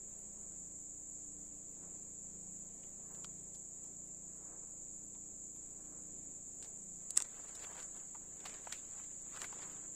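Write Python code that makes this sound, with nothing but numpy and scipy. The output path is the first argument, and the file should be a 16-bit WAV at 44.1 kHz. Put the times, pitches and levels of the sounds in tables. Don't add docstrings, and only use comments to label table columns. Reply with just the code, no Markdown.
import sys
import numpy as np
from scipy import signal
from scipy.fft import rfft, irfft, next_fast_len
from scipy.io import wavfile
from scipy.ndimage import uniform_filter1d, minimum_filter1d, map_coordinates

SR = 44100
rng = np.random.default_rng(int(sys.argv[2]) if len(sys.argv) > 2 else 0)


def natural_amplitude(level_db):
    exponent = np.asarray(level_db, float) / 20
    return 10 ** exponent


def store_wav(level_fs):
    pcm = np.round(np.clip(np.atleast_2d(level_fs), -1, 1) * 32767)
    wavfile.write(sys.argv[1], SR, pcm.T.astype(np.int16))


N = 438794

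# time in seconds, level in dB.
CHORUS_LEVEL = [(0.0, -51), (0.64, -50), (1.41, -51), (2.49, -50.5), (3.07, -51.5), (3.63, -50.5),
                (4.18, -51.5), (4.57, -50.5), (6.15, -51), (7.09, -50), (7.34, -51.5), (7.87, -49),
                (8.12, -51.5), (9.25, -49.5), (9.95, -49.5)]
# frequency in Hz, density
# in dB per Hz.
CHORUS_COLOUR = [(5000, -36.5), (5600, -28), (5900, -24), (6160, -21.5), (6500, -11), (6840, -2.5),
                 (7280, 2), (7550, -3), (7720, -6.5), (7880, -1.5), (8150, -13), (8440, -20.5),
                 (8800, -25.5), (9100, -35.5), (9600, -67)]
# frequency in Hz, density in dB per Hz.
OVERTONE_COLOUR = [(9500, -29.5), (10500, -5.5), (11400, -4), (12000, -1.5), (12800, -6), (13300, 5.5),
                   (14100, 6), (15000, -1), (15200, -5), (15700, -14)]
# start in seconds, body peak in dB, body pitch in Hz,
# port ring in dB re body.
GEAR = [(0.36, -72, 960, -4), (0.5112, -68, 1310, -11), (2.8325, -62, 2670, 6), (3.1475, -68.5, 1490, 19.5),
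        (3.2443, -45.5, 1270, 7), (3.2446, -45.5, 3050, -7), (3.2449, -47.5, 4600, -17),
        (3.547, -53, 4830, -5), (3.841, -64, 5400, 7), (5.149, -66, 960, 14), (5.5576, -78, 1040, 18.5),
        (5.8494, -72, 975, 13), (6.6253, -56, 4140, 14), (6.634, -62, 2170, 0), (6.645, -54, 4300, 10),
        (6.655, -66, 1730, 0)]
# start in
# seconds, body peak in dB, body pitch in Hz, port ring in dB re body.
TWIGS = [(7.170, -45, 1200, -10), (7.181, -47, 1510, -10), (7.205, -47, 900, -10), (7.2454, -59, 1920, 15),
         (7.4828, -62.5, 1940, 15.5), (7.5508, -45.5, 4930, -1), (7.5954, -57, 3920, 10),
         (7.6675, -51, 915, -3), (7.7143, -51, 900, -3), (7.7538, -49.5, 890, -4), (7.8234, -60, 1310, 16),
         (7.9457, -60, 1360, 1), (8.148, -49, 900, -6), (8.405, -65, 2200, 6), (8.4530, -55, 2030, 9),
         (8.4575, -54, 2100, 15), (8.4545, -43, 930, 3), (8.44, -52, 720, -5), (8.94, -62, 930, 0),
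         (8.954, -61, 620, 0), (8.493, -56, 2200, 15), (8.507, -57, 2400, 6), (8.519, -57, 2000, 12),
         (8.5404, -58.5, 1680, 15), (8.6716, -37, 950, -14), (8.694, -58, 1500, 6), (8.705, -62, 1300, 0),
         (8.7222, -49, 2600, 14), (8.7252, -42.5, 1900, 17), (8.7295, -54, 2500, 14), (8.978, -60, 910, -2),
         (9.332, -57, 1100, 9), (9.3723, -46, 1270, 4.5), (9.402, -58, 1000, 14), (9.4167, -46, 2300, 17),
         (9.419, -46, 980, -6), (9.343, -52, 1180, 3), (9.361, -52, 1300, 6), (9.409, -52, 1000, 6),
         (9.4425, -39, 1800, -14), (9.4455, -45, 2300, -4), (9.431, -50, 1200, 6), (9.526, -45, 890, 0),
         (9.587, -54, 740, 3), (9.646, -56, 960, 0), (9.618, -52, 1590, 4), (9.6669, -62, 964, 7)]
# frequency in Hz, gain in dB.
PORT_COLOUR = [(200, -16), (1500, -5), (4000, -5), (5800, -3), (7400, -4), (8600, 5), (9600, -24),
               (10500, -30), (12200, -20), (15500, -25)]
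# start in seconds, ring peak in dB, ring pitch in Hz,
# frame in dB re ring.
LATCH = [
    (7.1062, -23.5, 7900, -32),
    (7.1615, -34, 8000, -14),
    (7.1678, -28.5, 7600, -20),
    (7.1744, -11, 7800, -16),
    (7.1088, -37, 7600, -18),
    (7.1808, -30, 7700, -20),
    (7.2023, -24, 7500, -11),
    (7.2152, -35, 6800, -8),
    (7.2196, -33, 7700, -18),
    (7.2223, -20, 7300, -22),
]
# frequency in Hz, level in dB.
FRAME_MODES = [(420, -10.5), (700, -20), (1300, -5.5), (1990, -6.5), (2700, -5.5), (3510, -5), (5520, -7)]
# full weight in seconds, load time in seconds,
# unload time in seconds, level in dB, dryness in dB.
TREADS = [(7.361, 0.23, 0.39, -64.5, -4), (7.64, 0.065, 0.031, -57.5, -2.5), (7.8, 0.068, 0.015, -53, -4.5),
          (7.971, 0.056, 0.064, -64, -3.5), (8.461, 0.0071, 0.012, -57.5, 1), (8.54, 0.13, 0.1, -60, -5),
          (8.699, 0.04, 0.0096, -65.5, 0), (8.734, 0.0097, 0.036, -73.5, 6.5), (9.0, 0.19, 0.091, -68, -1),
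          (9.359, 0.021, 0.089, -62, -1.5), (9.41, 0.067, 0.03, -61.5, -1),
          (9.451, 0.036, 0.0094, -55.5, -2), (9.63, 0.15, 0.051, -58.5, -4),
          (9.7, 0.067, 0.11, -59.5, -5.5), (9.86, 0.032, 0.045, -77, -16)]
# low edge in Hz, high edge in Hz, level in dB, share of dryness as a factor.
LEAF_RANGES = [(346, 1686, -0.5, 0.078), (1503, 5200, 3, 2.05), (8640, 15000, -6.5, 2)]
# start in seconds, peak in dB, pitch in Hz.
TICKS = [(0.1735, -58, 9070), (3.544, -56, 9250), (3.8422, -66, 12000), (3.15, -78, 11500),
         (4.0694, -59, 9100), (5.1632, -72.5, 12400), (5.5573, -62, 11800), (5.8494, -68, 11600),
         (6.625, -51, 8700), (7.4824, -52, 9300), (7.5524, -47, 9170)]
# time in seconds, pitch in Hz.
SQUEAK_PATH = [
    (3.06, 13700),
    (3.085, 14700),
    (3.11, 15100),
    (3.135, 14600),
    (3.155, 14750),
    (3.195, 14100),
]
# time in seconds, pitch in Hz.
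FALLING_PATH = [
    (3.14, 13300),
    (3.175, 12400),
    (3.23, 11500),
]
# multiple of the firing rate, level in dB.
ENGINE_ORDERS = [(1, -1), (2, -0.5), (3, -5), (4, -8), (5, 2.5), (6, 5), (7, 5.5), (8, -1), (9, -5),
                 (10, 3), (11, -1.5), (12, -9), (13, -3), (14, -10), (15, -10.5), (16, -7), (17, -10),
                 (18, -14.5), (19, -18), (20, -15), (22, -18), (24, -22), (26, -17.5), (28, -16)]
# time in seconds, level in dB.
HUM_LEVEL = [(0.0, -66), (1.4, -63), (2.4, -62.5), (3.5, -61.5), (4.7, -63), (6.0, -61.5), (7.0, -65.5),
             (7.5, -66), (8.45, -62), (9.06, -66), (9.64, -62), (9.95, -64)]
# centre in seconds, multiple of the firing rate,
# lift in dB, length in seconds.
CARRIED = [(0.302, 7, 7, 0.27), (0.634, 6, 7.5, 0.09), (1.25, 10, 9, 0.4), (1.385, 6, 9, 0.07),
           (1.87, 6, 6.5, 0.031), (2.4, 6, 10, 0.22), (2.504, 7, 3, .35), (3.3, 6, 5.5, .2),
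           (3.297, 13, 4, .25), (3.405, 5, 2, 0.53), (4.2, 6, 5.5, 0.18), (5.1, 7, 4, .2),
           (5.102, 10, 2, 0.27), (5.6, 11, 5, 0.39), (6.007, 6, 3.5, .2), (6.0, 10, 4, 0.34),
           (6.205, 9, 11.5, .4), (6.83, 7, 8, 0.079), (6.91, 6, 9, 0.13), (3.898, 8, -1, 0.43)]
# centre in seconds, level in dB, length in seconds.
SWELLS = [
    (0.413, -73.5, 0.051),
    (1.84, -71.5, 0.057),
    (3.136, -66, 0.091),
    (4.507, -66.5, 0.13),
    (5.916, -68, 0.1),
]
# frequency in Hz, density in dB per Hz.
SWELL_COLOUR = [(200, -20), (340, 0), (600, -6), (1200, -10), (2200, -22), (3500, -45)]
# frequency in Hz, density in dB per Hz.
AIR_COLOUR = [(3, -10), (6, 4), (15, -2), (29, -8), (40, -13), (110, -15), (190, -12), (300, -10.5),
              (590, -13.5), (850, -21), (1470, -30), (2330, -30.5), (3150, -34), (4900, -34), (5350, -40),
              (5800, -35), (7500, -50)]
# frequency in Hz, margin under neighbours in dB, threshold of hearing in dB.
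MASKING = [(1000, -12, -150), (2000, -4.5, -140), (3000, -2, -130), (4600, -1, -125), (5300, .5, -122),
           (5800, -1, -120), (6500, -8, -116), (8200, -8, -112), (8800, -1.5, -99), (9400, -1, -105),
           (11000, -1, -109), (11600, 0, -113), (12800, .5, -114), (14000, -.5, -116), (15000, -2, -114),
           (15300, -1, -110)]


def evened(x):
    return x / np.sqrt(np.mean(x ** 2) + 1e-20)


def curve(rows):
    rows = np.array(rows)
    return natural_amplitude(np.interp(np.arange(N) / SR, rows[:, 0], rows[:, 1], left=-200, right=-200))


def coloured(x, points):
    size = next_fast_len(x.shape[-1])
    hz, db = np.transpose(points)
    bins_hz = np.fft.rfftfreq(size, 1 / SR)
    gain = natural_amplitude(np.interp(np.log(bins_hz + 1), np.log(hz + 1), db, left=-120, right=-120))
    return irfft(rfft(x, size) * gain, size)[..., :x.shape[-1]]


def band(x, low_hz, high_hz):
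    return signal.sosfilt(signal.butter(2, [low_hz, high_hz], "bandpass", fs=SR, output="sos"), x)


def wander(per_s):
    knots = rng.standard_normal(400)
    coarse = np.arange(0, N + 64, 64)
    slow = map_coordinates(knots, [coarse / SR * per_s * 2], order=2)
    return np.interp(np.arange(N), coarse, evened(slow))


def add(mix, s, sound):
    part = mix[round(s * SR):][:len(sound)]
    part += sound[:len(part)]


def burst(noise, t60, rise=0.0003):
    t = np.arange(len(noise)) / SR
    puff = noise * natural_amplitude(-60 * t / t60) * (1 - np.exp(-t / rise))
    return puff / abs(puff).max()


def singer(hz, per_s, jitter, t60):
    turns = np.cumsum(per_s * (1 + jitter * wander(12))) / SR
    clicks = np.diff(np.floor(turns), prepend=0) * natural_amplitude(4.9 * rng.standard_normal(N))
    t = np.arange(1024) / SR
    ring = natural_amplitude(-60 * t / t60) * np.sin(2 * np.pi * hz * t)
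    return evened(signal.oaconvolve(clicks, ring)[:N])


def chorus(count=10, near=0.25):
    pitches_hz = np.linspace(6435, 8830, count)
    clicks_per_s = rng.permutation(np.geomspace(110, 280, count))
    close = sum(singer(hz, per_s, jitter=0.03, t60=0.006) * natural_amplitude(3.2 * wander(3.0))
                for hz, per_s in zip(pitches_hz, clicks_per_s))
    far = band(rng.standard_normal(N), 4500, 10500) * natural_amplitude(0.23 * wander(3.2))
    both = near * evened(close) + evened(far)
    top = coloured(rng.standard_normal(N), OVERTONE_COLOUR) * natural_amplitude(0.29 * wander(5.6))
    return curve(CHORUS_LEVEL) * evened(coloured(both, CHORUS_COLOUR)) + natural_amplitude(-81.5) * evened(top)


def snap(db, hz, ring_db, shorter, noise):
    t = np.arange(3000) / SR
    t60 = shorter * 0.054 * (hz / 1000) ** 0.4 * np.exp(-0.11 * (db + 47.5))
    sag_s = 0.00104 * (1 - np.exp(-t / 0.003))
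    tone = np.sin(2 * np.pi * hz * (t + sag_s))
    body = burst(tone + 1.5 * evened(band(noise[0], hz / 1.32, hz * 1.37)), t60, rise=1.2 / hz)
    split = burst(band(noise[0], hz, hz * 2.42), 0.59 * t60)
    port = 1.1 * np.sin(2 * np.pi * 7380 * t)
    crack = burst(evened(coloured(noise[1], PORT_COLOUR)) + port, 0.24 * t60)
    thud = burst(band(noise[2], 450, 1100), 1.5 * t60, rise=0.003)
    thud_db = -64 + 0.4 * (db + 50)
    return natural_amplitude(db) * (body + natural_amplitude(-5.5) * split + natural_amplitude(ring_db) * crack) + natural_amplitude(thud_db) * thud


def snaps():
    out = np.zeros(N)
    for rows, shorter in ((GEAR, 0.35), (TWIGS, 1)):
        for (s, db, hz, ring_db), noise in zip(rows, rng.standard_normal((len(rows), 3, 3000))):
            add(out, s, snap(db, hz, ring_db, shorter, noise))
    return out


def trunks(x, t60=0.19):
    t = np.arange(SR // 2) / SR
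    return evened(signal.oaconvolve(x, rng.standard_normal(len(t)) * natural_amplitude(-60 * t / t60))[:N])


def latch(count=4):
    out, t, t60 = np.zeros(N), np.arange(2000) / SR, 0.005
    rattle = [(7.1734 - k * 0.0011, -16 - 2.8 * k, 6900, -18) for k in range(count)]
    strikes = list(LATCH) + rattle
    frame = sum(natural_amplitude(db) * np.sin(2 * np.pi * hz * t) for hz, db in FRAME_MODES)
    for (s, db, hz, frame_db), noise in zip(strikes, rng.standard_normal((len(strikes), 2000))):
        ring = burst(np.sin(2 * np.pi * hz * t) + 0.58 * evened(coloured(noise, PORT_COLOUR)), t60)
        ring = band(band(ring, 5200, 15500), 3500, 15500)
        add(out, s, natural_amplitude(db) * (ring + natural_amplitude(frame_db) * burst(frame, 1.85 * t60, rise=0.00041)))
    rms = np.linalg.norm(out) / np.sqrt(N)
    return out + natural_amplitude(-17.5) * rms * trunks(out, t60=0.16)


def weight(t, share):
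    power = 0
    for s, load_s, unload_s, db, dry_db in TREADS:
        away = np.where(t < s, (s - t) / load_s, (t - s) / unload_s)
        power = power + natural_amplitude(db + share * dry_db - 8.5 * away ** 0.75) ** 2
    return np.sqrt(power)


def leaves(per_s=1300, spread_db=3.0, count=24):
    first_step_s = 7
    n = N - first_step_s * SR
    t, out = np.arange(900) / SR, np.zeros(N)
    for low_hz, high_hz, db, share in LEAF_RANGES:
        size = natural_amplitude(spread_db * np.minimum(rng.exponential(1, n), 5)) * (rng.random(n) < per_s / SR)
        kind = rng.integers(0, count, n)
        cracks = np.zeros(n)
        for j, hz in enumerate(np.geomspace(low_hz, high_hz, count)):
            ring = np.sin(2 * np.pi * hz * t) * natural_amplitude(-60 * t / 0.011)
            cracks += natural_amplitude(4 * wander(20)[:n]) * signal.oaconvolve(size * (kind == j), ring)[:n]
        shuffle = band(rng.standard_normal(n), low_hz, high_hz)
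        crush = natural_amplitude(1.73 * wander(30)[:n]) * (evened(cracks) + 1.18 * evened(shuffle))
        gain = natural_amplitude(db) * weight(first_step_s + np.arange(n) / SR, share)
        add(out, first_step_s, gain * evened(crush))
    return out


def ticks():
    out = np.zeros(N)
    for (s, db, hz), noise in zip(TICKS, rng.standard_normal((len(TICKS), 2000))):
        add(out, s, natural_amplitude(db) * burst(band(noise, hz / 1.11, hz), 0.098))
    return out


def squeak(path, db):
    out, (s, hz) = np.zeros(N), np.transpose(path)
    t = np.arange(s[0], s[-1], 1 / SR)
    whistle = np.sin(2 * np.pi * np.cumsum(np.interp(t, s, hz)) / SR)
    add(out, s[0], natural_amplitude(db) * np.sqrt(np.hanning(len(t))) * whistle)
    return out


def carried_db(order):
    t = np.arange(0, N + 512, 512) / SR
    lift_db = np.zeros(len(t))
    for s, multiple, db, length_s in CARRIED:
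        if round(multiple) == round(order):
            lift_db += db * np.exp(-0.5 * ((t - s) / length_s) ** 2)
    return np.interp(np.arange(N) / SR, t, lift_db)


def engine():
    turns = np.cumsum(29.21 * (1 + 0.002 * wander(0.5))) / SR
    orders = []
    for k, db in ENGINE_ORDERS:
        tone = np.sin(2 * np.pi * (k * turns + rng.random()))
        orders.append(natural_amplitude(db + carried_db(k) + 1.3 * wander(1.372)) * tone)
    deep, upper = evened(sum(orders[:4])), evened(sum(orders[4:]))
    deep_db = -67.5 - 0.48 * np.arange(N) / SR
    return natural_amplitude(-2.5) * curve(HUM_LEVEL) * upper + natural_amplitude(deep_db) * deep


def air():
    t = np.arange(N) / SR
    lift = sum(natural_amplitude(db) * np.exp(-0.5 * ((t - s) / length_s) ** 2) for s, db, length_s in SWELLS)
    breeze = evened(coloured(rng.standard_normal(N), SWELL_COLOUR))
    wash = evened(coloured(rng.standard_normal(N), AIR_COLOUR))
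    return lift * natural_amplitude(2 * wander(18)) * breeze + natural_amplitude(-66.5 + wander(3)) * wash


def scene():
    near = snaps() + latch() + leaves() + ticks() + squeak(SQUEAK_PATH, -74) + squeak(FALLING_PATH, -81)
    mono = chorus() + near + engine() + air()
    return np.array([mono, mono])


def masked(x):
    window = np.sqrt(signal.windows.hann(2048, sym=False))
    hz, _, z = signal.stft(x, SR, window, nperseg=2048)
    power = abs(z[0]) ** 2
    cell_db = 10 * np.log10(uniform_filter1d(power, size=9, axis=0) + 1e-20)
    around_db = uniform_filter1d(cell_db, size=51, axis=0)
    whim_db = 2.6 * evened(uniform_filter1d(rng.standard_normal(power.T.shape), size=12).T)
    table_hz, margin_db, hearing_db = np.transpose(MASKING)
    margin_db = np.interp(hz, table_hz, margin_db)[:, None] + whim_db
    hearing_db = np.interp(hz, table_hz, hearing_db)[:, None] + whim_db
    middle = power[(hz > 1500) & (hz < 5000)].sum(0)
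    struck = middle > 6 * minimum_filter1d(middle, size=5)
    keep = ((cell_db > around_db + margin_db) | struck) & (cell_db > hearing_db)
    return signal.istft(z * keep, SR, window, nperseg=2048)[1][:, :N]


def roll_off(x):
    return signal.sosfilt(signal.butter(12, 15600, fs=SR, output="sos"), x)


def record(dry):
    mix = masked(dry)
    return roll_off(mix)


dry = scene()
out = record(dry)
store_wav(out)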